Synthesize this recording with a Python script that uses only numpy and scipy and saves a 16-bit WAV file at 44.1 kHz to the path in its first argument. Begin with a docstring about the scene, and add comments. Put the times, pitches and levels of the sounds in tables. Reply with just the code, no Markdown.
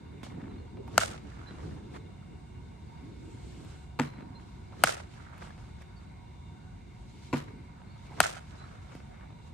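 """Softball batting on a grass field

A feeder pops up balls with a hollow thump and the bat cracks: soft clicks ring tables of fading tones.
Things near and far throw these sounds back as delayed copies and clouds of fading noise.
Shaped noise makes distant traffic, motor, breeze, grass, cloth, hissing air, rasps and small knocks.
Balls bump the feeder's tube, and short wavering tones are bird chips."""
import sys
import numpy as np
from scipy import signal
from scipy.fft import rfft, irfft, next_fast_len
from scipy.io import wavfile

SR = 44100
rng = np.random.default_rng(int(sys.argv[2]) if len(sys.argv) > 2 else 0)


def persist_wave(psi):
    """Save psi, clipped to +-1, as 16-bit WAV."""
    counts = np.round(np.clip(psi, -1, 1) * 32767).astype(np.int16)
    wavfile.write(sys.argv[1], SR, np.atleast_2d(counts).T)


N = 420273  # length in samples

# bat on ball: t/s, level of the first 10 ms/dB, ground bounce delay/ms, then changes to the
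# tones near 2 kHz/dB, near 4.5 kHz/dB, near 6.5 kHz/dB, above 8 kHz/dB, and fence flutter level/dB
CRACKS = [(0.9785, -14.5, 2.07, 2, 2.5, 5.5, 2.5, -55.5), (4.8369, -14, 2.07, 1, -1, -3, 6.5, -55),
          (8.2028, -14.5, 2.03, 4.5, 0.5, 3, 5.5, -31)]
# feeder throws a ball: t/s, level of the first 10 ms/dB, stroke length/ms
THROWS = [(3.9904, -26, 18), (7.3291, -25.5, 12.6)]
# ringing tones of the feeder's tube and frame: f/Hz, level/dB, time to fade by 60 dB/s
FEEDER_MODES = [(144.4, -7, 0.42), (167, -11, 0.09), (188, 1.5, 0.037), (237, 2.5, 0.17),
                (270.6, 6.5, 0.078), (305, -11, 0.13), (335, 5.5, 0.029), (390, -9, 0.057),
                (481, -4.5, 0.064), (633, -6, 0.023), (723, -4, 0.022), (859, 2, 0.012), (956, 0, 0.037),
                (1179, -13, 0.05), (1327, -15, 0.041), (1447, -12, 0.074), (2220, -10.5, 0.0086),
                (2680, -14, 0.02), (4100, -10.5, 0.0045), (7400, -22, 0.0029), (11200, -18.5, 0.003)]


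def from_db(db):
    """Turn decibels into a gain."""
    return 10 ** (np.asarray(db) / 20)


def rms_one(x):
    """Scale a sound to an average strength (rms) of 1."""
    return x / np.sqrt(np.mean(x ** 2) + 1e-20)


def at_hz(points, hz):
    """Read a (Hz, value) table at any frequency, on a logarithmic frequency axis."""
    table = np.array(points)
    return np.interp(np.log(hz), np.log(table[:, 0]), table[:, 1])


def band(x, low_hz, high_hz):
    """Keep only the frequencies between two edges."""
    edges = [low_hz, min(high_hz, .45 * SR)]
    return signal.sosfilt(signal.butter(2, edges, "band", fs=SR, output="sos"), x)


def pan(x, db):
    """Make left louder than right by this many dB."""
    return x * from_db([[db / 2], [-db / 2]])


def drift(rate_hz):
    """Slow random wandering with a spread of 1, up to about the given rate."""
    pole = np.exp(-80 * np.pi * rate_hz / SR)
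    noise = rng.standard_normal(N // 40 + 2002)  # one value every 40 samples
    slow = signal.lfilter([1], [1, -2 * pole, pole * pole], noise)[2000:]
    return np.interp(np.arange(N) / 40, np.arange(len(slow)), rms_one(slow))


def add(track, s, sound):
    """Mix a sound into a track at a time in seconds."""
    i = round(s * SR)
    track[..., i:i + sound.shape[-1]] += sound[..., :N - i]


def stereo_noise(mid, side, alike):
    """Mix two unrelated noises so that left and right are alike (1), unrelated (0) or opposite (-1)."""
    return np.sqrt(1 + alike) * mid + np.sqrt(1 - alike) * side * [[1], [-1]]


def spread(pair, hz):
    """Sound from all around reaches the two microphones alike or unlike, depending on frequency."""
    # likeness of left and right: f/Hz, likeness [limited to -1..1 below]
    likeness = [(60, 0.88), (110, 1.01), (200, 0.57), (380, 0.19), (700, -0.27), (1290, 0.066),
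                (2380, 0.78), (4400, -0.21), (8120, 0.18), (15000, -2.2)]
    # balance of the sides: f/Hz, left minus right/dB
    lean = [(60, -0.5), (150, -0.5), (380, -2.5), (950, -2), (2380, 1.5), (5980, -1), (15000, 2.5)]
    alike = np.clip(at_hz(likeness, hz), -1, 1)
    return pan(stereo_noise(pair[0], pair[1], alike), at_hz(lean, hz))


def banded_noise(spectrum, patchy_db, flicker_hz):
    """Third-octave bands of stereo noise, each with its own level, flicker and likeness; rms 1."""
    edges = 22 * 2 ** np.arange(0, 9.7, 1 / 3)
    out, together = 0, drift(flicker_hz)
    white = rng.standard_normal((2, 2, N))  # neighbouring bands use different noise
    for k, (low, high) in enumerate(zip(edges, edges[1:])):
        hz = np.sqrt(low * high)
        if spectrum[0][0] < high and low < spectrum[-1][0]:
            flicker_db = patchy_db * (0.66 * together + drift(flicker_hz))
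            gain = from_db(at_hz(spectrum, hz) + flicker_db)
            out = out + gain * spread(band(white[k % 2], low, high), hz)
    return rms_one(out)


def resonant_noise(peaks, waver_db):
    """Noise ringing in narrow resonances whose levels waver."""
    out = 0
    for hz, width_hz, db in peaks:
        r, w = np.exp(-np.pi * width_hz / SR), 2 * np.pi * hz / SR
        noise = rng.standard_normal((2, N))
        rung = signal.lfilter([1, 0, -1], [1, -2 * r * np.cos(w), r * r], noise)
        out = out + from_db(db + waver_db * drift(3.4)) * spread(rms_one(rung), hz)
    return out


def blow(modes, contacts):
    """A short series of soft clicks rings every tone of a body; rms 1 over the first 10 ms."""
    push = np.full(SR * 2 // 5, 1e-18)
    for ms, db, low_hz, high_hz in contacts:
        click = np.zeros(len(push))
        click[round(ms * SR / 1000)] = from_db(db + .7 * rng.normal())
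        push += band(click, low_hz, high_hz)
    out = 0
    for k, (hz, db, t60) in enumerate(modes):
        r, w = from_db(-60 / (t60 * SR)), 2 * np.pi * hz / SR
        gain = from_db(db + .7 * rng.normal()) * (-1) ** k
        out = out + signal.lfilter([0, gain * np.sin(w)], [1, -2 * r * np.cos(w), r * r], push)
    return out / np.sqrt(np.mean(out[:SR // 100] ** 2))


def traffic():
    """Distant traffic and far leaves blend into a mostly low, gently flickering noise."""
    # f/Hz, level per Hz/dB
    far = [(15, -27), (30, -14), (55, 2.5), (100, 0), (183, -4.5), (300, -20), (450, -29), (650, -26.5),
           (1200, -34), (1900, -47.5), (3200, -48), (9300, -44), (10200, -63.5), (11500, -56.5),
           (13500, -65), (15000, -77)]
    return from_db(-47.5) * banded_noise(far, 0.93, 1.6)


def motor():
    """The feeder's motor housing colours noise with narrow, wavering resonances."""
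    # f/Hz, width/Hz, level/dB
    housing = [(365.6, 7.9, -70), (737.4, 29, -70.5), (931, 40, -67.5), (1095, 18, -78.5), (1490, 120, -75),
               (2171, 142, -72), (2797, 29, -81.5), (3638, 89, -78), (3973, 52, -81.5), (4533, 295, -83),
               (8140, 130, -96)]
    return resonant_noise(housing, 1.9)


def slopes(t, s, rise_db_per_s, fall_db_per_s):
    """Power that climbs to 1 at time s and sinks again."""
    return from_db(2 * np.where(t < s, rise_db_per_s * (t - s), fall_db_per_s * (s - t)))


def movement():
    """Breeze, grass rustle and cloth swish, raised by gusts, the batter's moves and each swing."""
    # strength of the breeze: t/s, level/dB
    gusts = [(0, -48.5), (.2, -52), (.3, -44.5), (.55, -46), (.68, -49), (.79, -41), (1.25, -51),
             (1.7, -44.5), (2.15, -52.5), (2.95, -54), (3.12, -46), (3.35, -47), (3.6, -49), (3.93, -59),
             (4.2, -49), (4.45, -58), (5.2, -58.5), (6.2, -64.5), (7.2, -57), (7.52, -48.5), (7.85, -65),
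             (8.6, -59.5), (9.53, -58)]
    # steps, turns and shifts: loudest at t/s, rise/s, fall/s, rustle level/dB, cloth level/dB
    moves = [(0.234, 0.0012, 0.075, -46.5, -51), (0.45, 0.57, 0.18, -54, -88),
             (1.481, 0.67, 0.67, -59, -69), (1.65, 0.39, 0.29, -55, -63), (1.966, 0.075, 0.022, -50, -58.5),
             (3.399, 0.075, 0.3, -68, -71), (3.721, 1, 0.16, -60, -61.5), (4.2, 0.076, 0.22, -57, -87),
             (4.41, 0.026, 0.45, -71, -67), (5.15, 0.23, 0.23, -61.5, -64.5),
             (5.43, 0.095, 0.14, -48, -57.5), (5.6, 0.12, 0.29, -60, -67), (5.82, 0.05, 0.029, -54, -62.5),
             (6.031, 0.1, 0.067, -63, -72), (7.25, 0.39, 0.25, -65, -62.5), (7.8, 0.079, 0.11, -60.5, -88),
             (8.069, 0.14, 0.03, -60, -64.5), (8.12, 0.046, 0.044, -62, -84),
             (8.58, 0.86, 0.53, -57.5, -66), (8.96, 0.3, 0.25, -57, -64.5), (9.2, 0.17, 0.41, -58.5, -89.5),
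             (9.48, 0.099, 0.043, -65, -66)]
    # bat sweeping in, at contact: low whoosh level/dB, rustle level/dB, swish level/dB
    swing_db = (-43.5, -49, -56)
    # noise colours of breeze, grass and cloth, all: f/Hz, level per Hz/dB
    breeze_colour = [(35, -37), (60, 1), (233, -4.5), (304, -4), (370, -6.5), (606, -27.5), (700, -32.5),
                     (910, -58), (1540, -120)]
    rustle_colour = [(240, -35), (400, -4.5), (531, 1.5), (1420, -4), (2480, -13.5), (4080, -29),
                     (4320, -28.5), (6000, -30), (7800, -59.5), (13200, -120)]
    cloth_colour = [(2500, 4.5), (3600, 7), (5500, 2.5), (7500, 1), (9300, -6.5), (10200, -5.5),
                    (11500, -15.5), (13500, -18), (15000, -44)]
    still_rustle_db, still_cloth_db = -73, -77
    edge_db = 16  # how far a move has faded at the end of its rise and fall
    t = np.arange(0, N / SR, .001)
    breeze_power = from_db(2 * np.interp(t, *np.transpose(gusts)))
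    rustle_power, cloth_power = from_db(2 * still_rustle_db), from_db(2 * still_cloth_db)
    for s, rise_s, fall_s, rustle_db, cloth_db in moves:
        shape = slopes(t, s, edge_db / rise_s, edge_db / fall_s)
        rustle_power = rustle_power + from_db(2 * rustle_db) * shape
        cloth_power = cloth_power + from_db(2 * cloth_db) * shape
    swing = sum(slopes(t, s, 148, 600) for s, *_ in CRACKS)  # rise and fall in dB per second
    levels = []
    for power, db in zip((breeze_power, rustle_power, cloth_power), swing_db):
        level = np.sqrt(power + from_db(2 * db) * swing)
        levels.append(np.interp(np.arange(N) / SR, t, level))
    breeze, rustle, cloth = levels
    grains = from_db(3.5 * drift(130.0))  # grass crunches in grains
    grass = rms_one(grains * banded_noise(rustle_colour, 2.6, 25.0))
    air = banded_noise(breeze_colour, 3.3, 8.6)
    return breeze * air + cloth * banded_noise(cloth_colour, 1.2, 19.0) + rustle * grass


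def knocks():
    """Balls, feet and bat knock the ground: a fast-dying scuff of noise over a low thud."""
    # t/s, dull scuff peak/dB, thud peak/dB, bright scuff peak/dB [peaks before panning], pan/dB
    table = [(0.232, -36.5, -35, -42, -6), (0.322, -44, -45, -62, 3), (0.398, -49, -60, -70, 2),
             (0.416, -44, -60, -66, 4), (0.45, -53, -60, -66, 0), (0.771, -46, -51, -70, -1),
             (0.878, -46, -58, -48, -4), (1.509, -42, -38, -68, -5), (1.748, -66, -43, -75, -8),
             (1.964, -43, -46, -61.5, -6), (3.648, -48, -46, -49, 4), (4.183, -46, -57, -75.5, 6),
             (4.208, -45, -61, -60, 1), (4.222, -46, -50, -70, 1.5), (4.399, -47, -62, -72, -0.5),
             (4.723, -47, -44, -72.5, -3), (5.342, -48, -63, -67, -6.5), (5.38, -47, -62, -46, 2.5),
             (5.41, -43, -56, -62, 0), (5.421, -41, -61, -62, -1.5), (5.579, -47, -53.5, -61, -3),
             (5.821, -42.5, -62, -52, -6.5), (6.015, -53, -55, -72.5, -6), (7.818, -47, -65, -80, 0),
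             (8.11, -54, -42, -67, -1), (8.952, -42, -35.5, -46, -1)]
    out, t = np.zeros((2, N)), np.arange(SR // 8) / SR
    for s, db, thud_db, bright_db, pan_db in table:
        scuff, thud = rng.standard_normal((2, len(t)))
        scuff[0], thud[0] = 14, 25  # the first touch is a click
        scuff = scuff * np.exp(-t / 0.0065)
        dull = band(band(scuff, 560, 2470), 330, 3500)
        bright = band(band(scuff, 2500, 13000), 2000, 15000)
        thud = band(band(thud * np.exp(-t / 0.0018), 107, 330), 99, 740)
        layers = [(db, dull), (bright_db, bright), (thud_db, thud)]
        knock = sum(from_db(level) * x / np.abs(x).max() for level, x in layers)
        add(out, s, pan(knock, pan_db))
    return out


def bumps():
    """Balls roll down and softly bump the feeder's tube, waking mainly its low tones."""
    # t/s, level of the first 10 ms before the extra fade/dB
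    table = [(0.235, -45), (0.27, -42.5), (0.32, -44), (0.357, -38), (0.382, -36), (0.428, -36),
             (0.447, -36.5), (0.491, -50), (0.538, -42), (4.186, -39), (4.226, -39), (4.267, -44),
             (4.303, -40), (7.535, -42), (7.569, -46), (7.657, -53)]
    out = np.zeros(N)
    fade = from_db(-60 * np.arange(SR * 2 // 5) / SR / 0.057)  # the resting ball damps the ring
    for s, db in table:
        add(out, s, from_db(db) * fade * blow(FEEDER_MODES, [(0, 0, 150, 227)]))
    return out


def birds():
    """Short near-sine chips whose pitch wavers slightly, with a blur of echoes from the trees."""
    # t/s, level/dB, middle f/Hz, length/ms
    chips = [(0.492, -67, 4000, 34), (0.579, -70, 4230, 31), (1.468, -56, 4020, 43), (1.519, -63, 3870, 25),
             (2.55, -77, 4200, 37), (2.62, -75.5, 4200, 90), (2.872, -73.5, 4640, 30),
             (2.95, -77, 4640, 50), (3.465, -70, 4320, 50), (4.062, -62, 4070, 56), (4.11, -69, 4050, 35),
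             (4.143, -69, 4050, 60), (4.205, -69, 4040, 44), (4.347, -59, 4130, 41), (5.959, -68, 4520, 44),
             (6.049, -74, 4560, 60), (7.152, -70, 4560, 35), (7.21, -73, 4560, 36), (7.265, -73, 4800, 40),
             (7.865, -72, 4250, 35), (7.897, -71.5, 4260, 33), (7.906, -70.5, 4550, 30),
             (7.94, -70, 4260, 30), (8.573, -61.5, 4020, 57), (8.615, -63, 4020, 40)]
    out = np.zeros(N)
    for s, db, hz, ms in chips:
        part = np.linspace(0, 1, round(ms * SR / 1000))  # 0 at the start, 1 at the end
        waver = 1.004 - 0.0066 * part + 0.0052 * np.sin(rng.uniform(0, 7) + 9 * part)
        tone = np.sin(2 * np.pi * np.cumsum(hz * waver) / SR)
        tremble = 1 + 0.34 * np.sin(rng.uniform(0, 6.08) + 2 * np.pi * 70 * part * ms / 1000)
        tone = tone * from_db(2.5 * drift(40.0)[:len(part)]) * tremble
        add(out, s, from_db(db) * tone * np.sin(np.pi * part ** .5))
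    t = np.arange(SR // 4) / SR
    trees = rng.standard_normal((2, len(t))) * from_db(-36 - 60 * t / 0.4)
    return pan(out, -4) + signal.oaconvolve(out[None], trees, axes=1)[:, :N]


def rasps():
    """Short hollow rasps as the swing starts: a puff of noise in one broad resonance."""
    # t/s, peak before panning/dB, f/Hz, length/ms
    table = [(0.771, -51, 850, 16), (0.874, -44, 910, 16), (0.908, -52, 900, 12), (4.723, -48, 870, 24),
             (8.098, -45.5, 815, 57), (8.172, -45, 820, 33)]
    out = np.zeros((2, N))
    for s, db, hz, ms in table:
        part = np.linspace(0, 1, round(ms * SR / 1000))
        puff = rng.standard_normal(len(part)) * np.sqrt(part) * (1 - part)
        puff = np.r_[puff, np.zeros(SR // 100)]  # room for the filters to ring out
        puff = band(band(puff, hz / 1.35, hz * 1.23), hz / 1.32, hz * 1.76)
        add(out, s, pan(from_db(db) * puff / np.abs(puff).max(), -2.5))
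    return out


def bat():
    """Ball against barrel rings the bat, then a low wave trails along the ground, falling in pitch."""
    # barrel and ball tones: f/Hz, level/dB, time to fade by 60 dB/s
    bat_modes = [(650, -0.5, 0.0095), (816, -11, 0.0079), (1046, -1, 0.0071), (1445, -0.5, 0.0087),
                 (1840, -8, 0.0082), (1886, 4, 0.0049), (2100, -7.5, 0.0042), (2176, -9, 0.0013),
                 (2600, -13, 0.0064), (2674, -4.5, 0.01), (3223, -15, 0.004), (4078, -12.5, 0.008),
                 (5160, -11.5, 0.0069), (5760, -18.5, 0.0068), (6400, -7.5, 0.005), (7000, -9.5, 0.0043),
                 (8160, -12.5, 0.01), (9050, -9.5, 0.012), (10570, -12, 0.008), (11600, -7.5, 0.0026),
                 (13600, -6.5, 0.0038), (13920, -17.5, 0.0046), (15700, -23, .003)]
    # touch, full squeeze, ground bounce: delay/ms [bounce adds the hit's own], level/dB, low f/Hz, high f/Hz
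    contact = [(0.046, -2.5, 1100, 19000), (0.851, 8, 370, 9900), (0.056, 6.5, 264, 4300)]
    # where along the barrel the ball is met decides how strongly each group wakes: group edges f/Hz
    group_edges = (1600, 2900, 3600, 5500, 7700)
    # low wave: level against the crack/dB, start f/Hz, end f/Hz, fall time/ms, time to fade by 60 dB/s
    ground_db, start_hz, end_hz, fall_ms, t60 = (-16.5, 372, 79, 9, 0.15)
    out, t = np.zeros(N), np.arange(SR // 5) / SR
    hz = end_hz + (start_hz - end_hz) * np.exp(-1000 * t / fall_ms)
    wave = from_db(ground_db - 60 * t / t60) * np.sin(2 * np.pi * np.cumsum(hz) / SR)
    *squeeze, (ms, *bounce) = contact
    for s, db, bounce_ms, upper_db, ping_db, snap_db, tick_db, _ in CRACKS:
        groups = [0, upper_db, 0, ping_db, snap_db, tick_db]
        modes = [(f, g + groups[np.searchsorted(group_edges, f)], ring) for f, g, ring in bat_modes]
        add(out, s, from_db(db) * blow(modes, [*squeeze, (ms + bounce_ms, *bounce)]))
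        add(out, s + 0.0019, from_db(db) * wave)
    return out


def direct(x):
    """The body between the microphones tilts level and phase between left and right."""
    # a source in front: f/Hz, left minus right/dB
    front_lean = [(200, -1.5), (380, -2.5), (700, 2), (1290, 4), (2380, 8), (4400, 7), (8120, 0.5),
                  (15000, 1.3)]
    # a source in front: f/Hz, phase by which left leads/rad
    front_lead = [(100, 0.5), (300, -0.25), (700, 0.25), (1500, .65), (1900, 0.96), (3000, -0.5), (4300, 1),
                  (5900, 3.5), (8300, 7), (12500, 12.5), (16000, 15.5)]
    size = next_fast_len(N)
    hz = np.fft.rfftfreq(size, 1 / SR) + 1
    half = from_db(at_hz(front_lean, hz) / 2) * np.exp(.5j * at_hz(front_lead, hz))
    return irfft(rfft(x, size) * [half, 1 / half], size)[:, :N]


def scattering():
    """Clouds of scattered sound: one random response for each microphone."""
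    # start/ms, rise/ms, time to fade by 60 dB/s, left level/dB, right level/dB, low f/Hz, high f/Hz,
    # left-right likeness
    clouds = [(3.895, 1.2, 0.054, 6, 7.5, 230, 15000, 0.71), (22, 6.5, 0.4, 1.5, -0.5, 120, 950, -0.6),
              (20.2, 4.6, 0.37, 0, 0.5, 950, 3000, -.1), (17.1, 6.2, 0.27, 8, 10, 3300, 31000, 0.027),
              (128, 17, 0.18, -13.5, -12.5, 400, 8200, -.2), (260, 166, 1, -20, -16.5, 760, 1780, -0.19),
              (255, 23, 0.79, -30, -22.5, 1800, 7600, -0.12)]
    t = np.arange(SR * 3 // 2) / SR
    clumps = [from_db(3.6 * drift(110.0)[:len(t)]) for _ in range(2)]  # reflectors stand in groups
    response = 0
    for k, (ms, rise_ms, t60, left_db, right_db, low_hz, high_hz, alike) in enumerate(clouds):
        age = np.maximum(t - ms / 1000, 0)
        shape = (1 - np.exp(-1000 * age / rise_ms)) ** 2 * from_db(-60 * age / t60)
        mid, side = rng.standard_normal((2, len(t)))
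        pair = stereo_noise(mid, side, alike) / np.sqrt(2)
        cloud = band(pair, low_hz, high_hz) * clumps[k % 2] * shape / shape.max()
        response = response + from_db([[left_db], [right_db]]) * cloud
    return response


def scattered(events, colour, level_db):
    """Each blow is followed by a freshly drawn cloud of fading noise in the colour of its source."""
    out = np.zeros((2, N))
    for s, db, *_ in events:
        response = scattering()
        size = response.shape[1]
        hz = np.fft.rfftfreq(size, 1 / SR) + 1
        coloured = irfft(rfft(response) * from_db(at_hz(colour, hz)), size)
        add(out, s, from_db(db + level_db) * coloured)
    return out


def echoes(x, table, low_hz, high_hz):
    """Delayed copies of a sound, kept to one band of frequencies."""
    out = np.zeros((2, N))
    for ms, left_db, right_db in table:
        add(out, ms / 1000, from_db([[left_db], [right_db]]) * x)
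    return band(out, low_hz, high_hz)


def close_echoes(x):
    """Flat things close by return the blow as clear echoes."""
    # delay/ms, left level/dB, right level/dB
    table = [(31, -28.5, -24.5), (34.2, -25, -9), (41, -18, -34), (53.8, -37, -12.5), (45, -34, -18),
             (59, -32, -22), (67.7, -41, -26), (70.8, -39, -35), (76, -36, -34), (92.5, -40, -42),
             (109, -43, -46), (130, -36, -42), (140, -38, -42), (149, -37, -40), (152, -39, -44),
             (160.9, -43, -40)]
    return echoes(x, table, 1240, 2400)


def slaps(x):
    """Dull echoes from the sides, which the two microphones hear in opposite phase."""
    # delay/ms, left level/dB, right level/dB
    table = [(41, -12.5, -17), (45.4, -18, -16), (54.3, -11, -10.5), (57.5, -26, -18.5), (69.5, -26, -30),
             (77.5, -39, -38), (83.5, -33, -31), (90.5, -28, -27), (100, -26.5, -31), (113.5, -33, -28),
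             (132.5, -23, -27), (163, -48, -24.5), (180, -35, -32), (205, -34, -34)]
    left, right = echoes(x, table, 420, 980)
    lag_s = .0001  # left hears them this much later
    return np.array([np.roll(left, round(lag_s * SR)), -right])


def flutter(crack):
    """A row of fence posts answers each crack one after another: five evenly spaced returns."""
    first_ms, step_ms, loss_db = 164.5, 6.2, 1  # each post answers later and weaker
    s, *_, db = np.transpose(CRACKS)
    latest = np.searchsorted(s[1:] * SR, np.arange(N))  # which crack each sample belongs to
    heard = crack * from_db(db)[latest]
    posts = [(first_ms + step_ms * k, -loss_db * k - 11.0, -loss_db * k) for k in range(5)]
    return echoes(heard, posts, 870, 6300)


def filling():
    """Air hisses into the feeder before a throw, fading in and out through wavering resonances."""
    # start/s, end/s, level/dB
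    fills = [(3.26, 3.84, -66), (7.02, 7.302, -69.5)]
    # resonances of the hiss: f/Hz, width/Hz, level/dB
    peaks = [(4550, 300, -30), (6540, 230, -19), (7130, 130, -14.5), (8100, 260, -13), (11500, 1500, -39),
             (13300, 700, -28)]
    fade_db_per_s = 150.5
    t, level = np.arange(N) / SR, 0
    for start, end, db in fills:
        outside_s = np.maximum(np.maximum(start - t, t - end), 0)
        level = level + from_db(db - fade_db_per_s * outside_s)
    return level * resonant_noise(peaks, 1.5)


def feeder():
    """The piston's clicks ring the tube as a thump, and air bursts out as a fading puff of noise."""
    # piston release, rattle up the tube, ball launch, end stop:
    # share of the stroke [0 to 1], level/dB, low f/Hz, high f/Hz
    stroke = [(0, 12, 1010, 14000), (0.133, 5, 596, 2940), (0.23, 6.5, 590, 2980), (0.422, 10, 71.4, 1500),
              (.7, 2, 500, 3000), (0.974, 2.5, 506, 3900)]
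    puff_db, puff_t60 = -7.5, 0.16  # starting level against the thump; seconds to fade by 60 dB
    out, t = np.zeros(N), np.arange(SR // 5) / SR
    for s, db, ms in THROWS:
        contacts = [(share * ms, *rest) for share, *rest in stroke]
        add(out, s, from_db(db) * blow(FEEDER_MODES, contacts))
        air = rng.standard_normal(len(t)) * from_db(7.0 * drift(140.0)[:len(t)])  # it sputters
        bright = band(band(air, 1500, 7500), 900, 10300)
        air = rms_one(band(air, 420, 2230) + from_db(-19.0) * bright)
        add(out, s, from_db(db + puff_db - 60 * t / puff_t60) * air)
    return out


def scene():
    """All sources on the field, with the blows and what is thrown back."""
    # tone of the scattered crack and thump, both: f/Hz, level/dB
    crack_colour = [(180, -44.5), (300, -7.5), (600, -4), (1030, -10), (1300, -5), (4490, -17.5),
                    (8280, -19.5), (9930, -23), (10400, -37), (13600, -32.5), (15500, -77.5)]
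    thump_colour = [(180, -39), (300, 4), (808, -12), (985, -3), (1350, -9.5), (1540, -9), (5000, -26.5),
                    (9290, -34.5), (13600, -42.5), (14500, -89)]
    background = traffic() + motor() + movement()
    small_sounds = knocks() + birds() + rasps()
    crack, thump = bat(), feeder() + bumps()
    hits = direct(crack + thump)
    hits += scattered(CRACKS, crack_colour, -5.5) + scattered(THROWS, thump_colour, -1.6)
    hits += close_echoes(crack + from_db(-9.5) * thump)
    hits += slaps(crack + from_db(-10.0) * thump) + flutter(crack)
    return background + small_sounds + hits + filling()


def record(dry):
    """The lowest bass is cut, peaks are rounded, the top is cut."""
    dry = signal.sosfilt(signal.butter(2, 38, "high", fs=SR, output="sos"), dry)
    dry = dry / (1 + np.abs(dry / .88) ** 4) ** .25
    # 90 dB down from 16.7 kHz upwards
    return signal.sosfilt(signal.cheby2(14, 90, 16700, fs=SR, output="sos"), dry)


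dry = scene()
out = record(dry)
persist_wave(out)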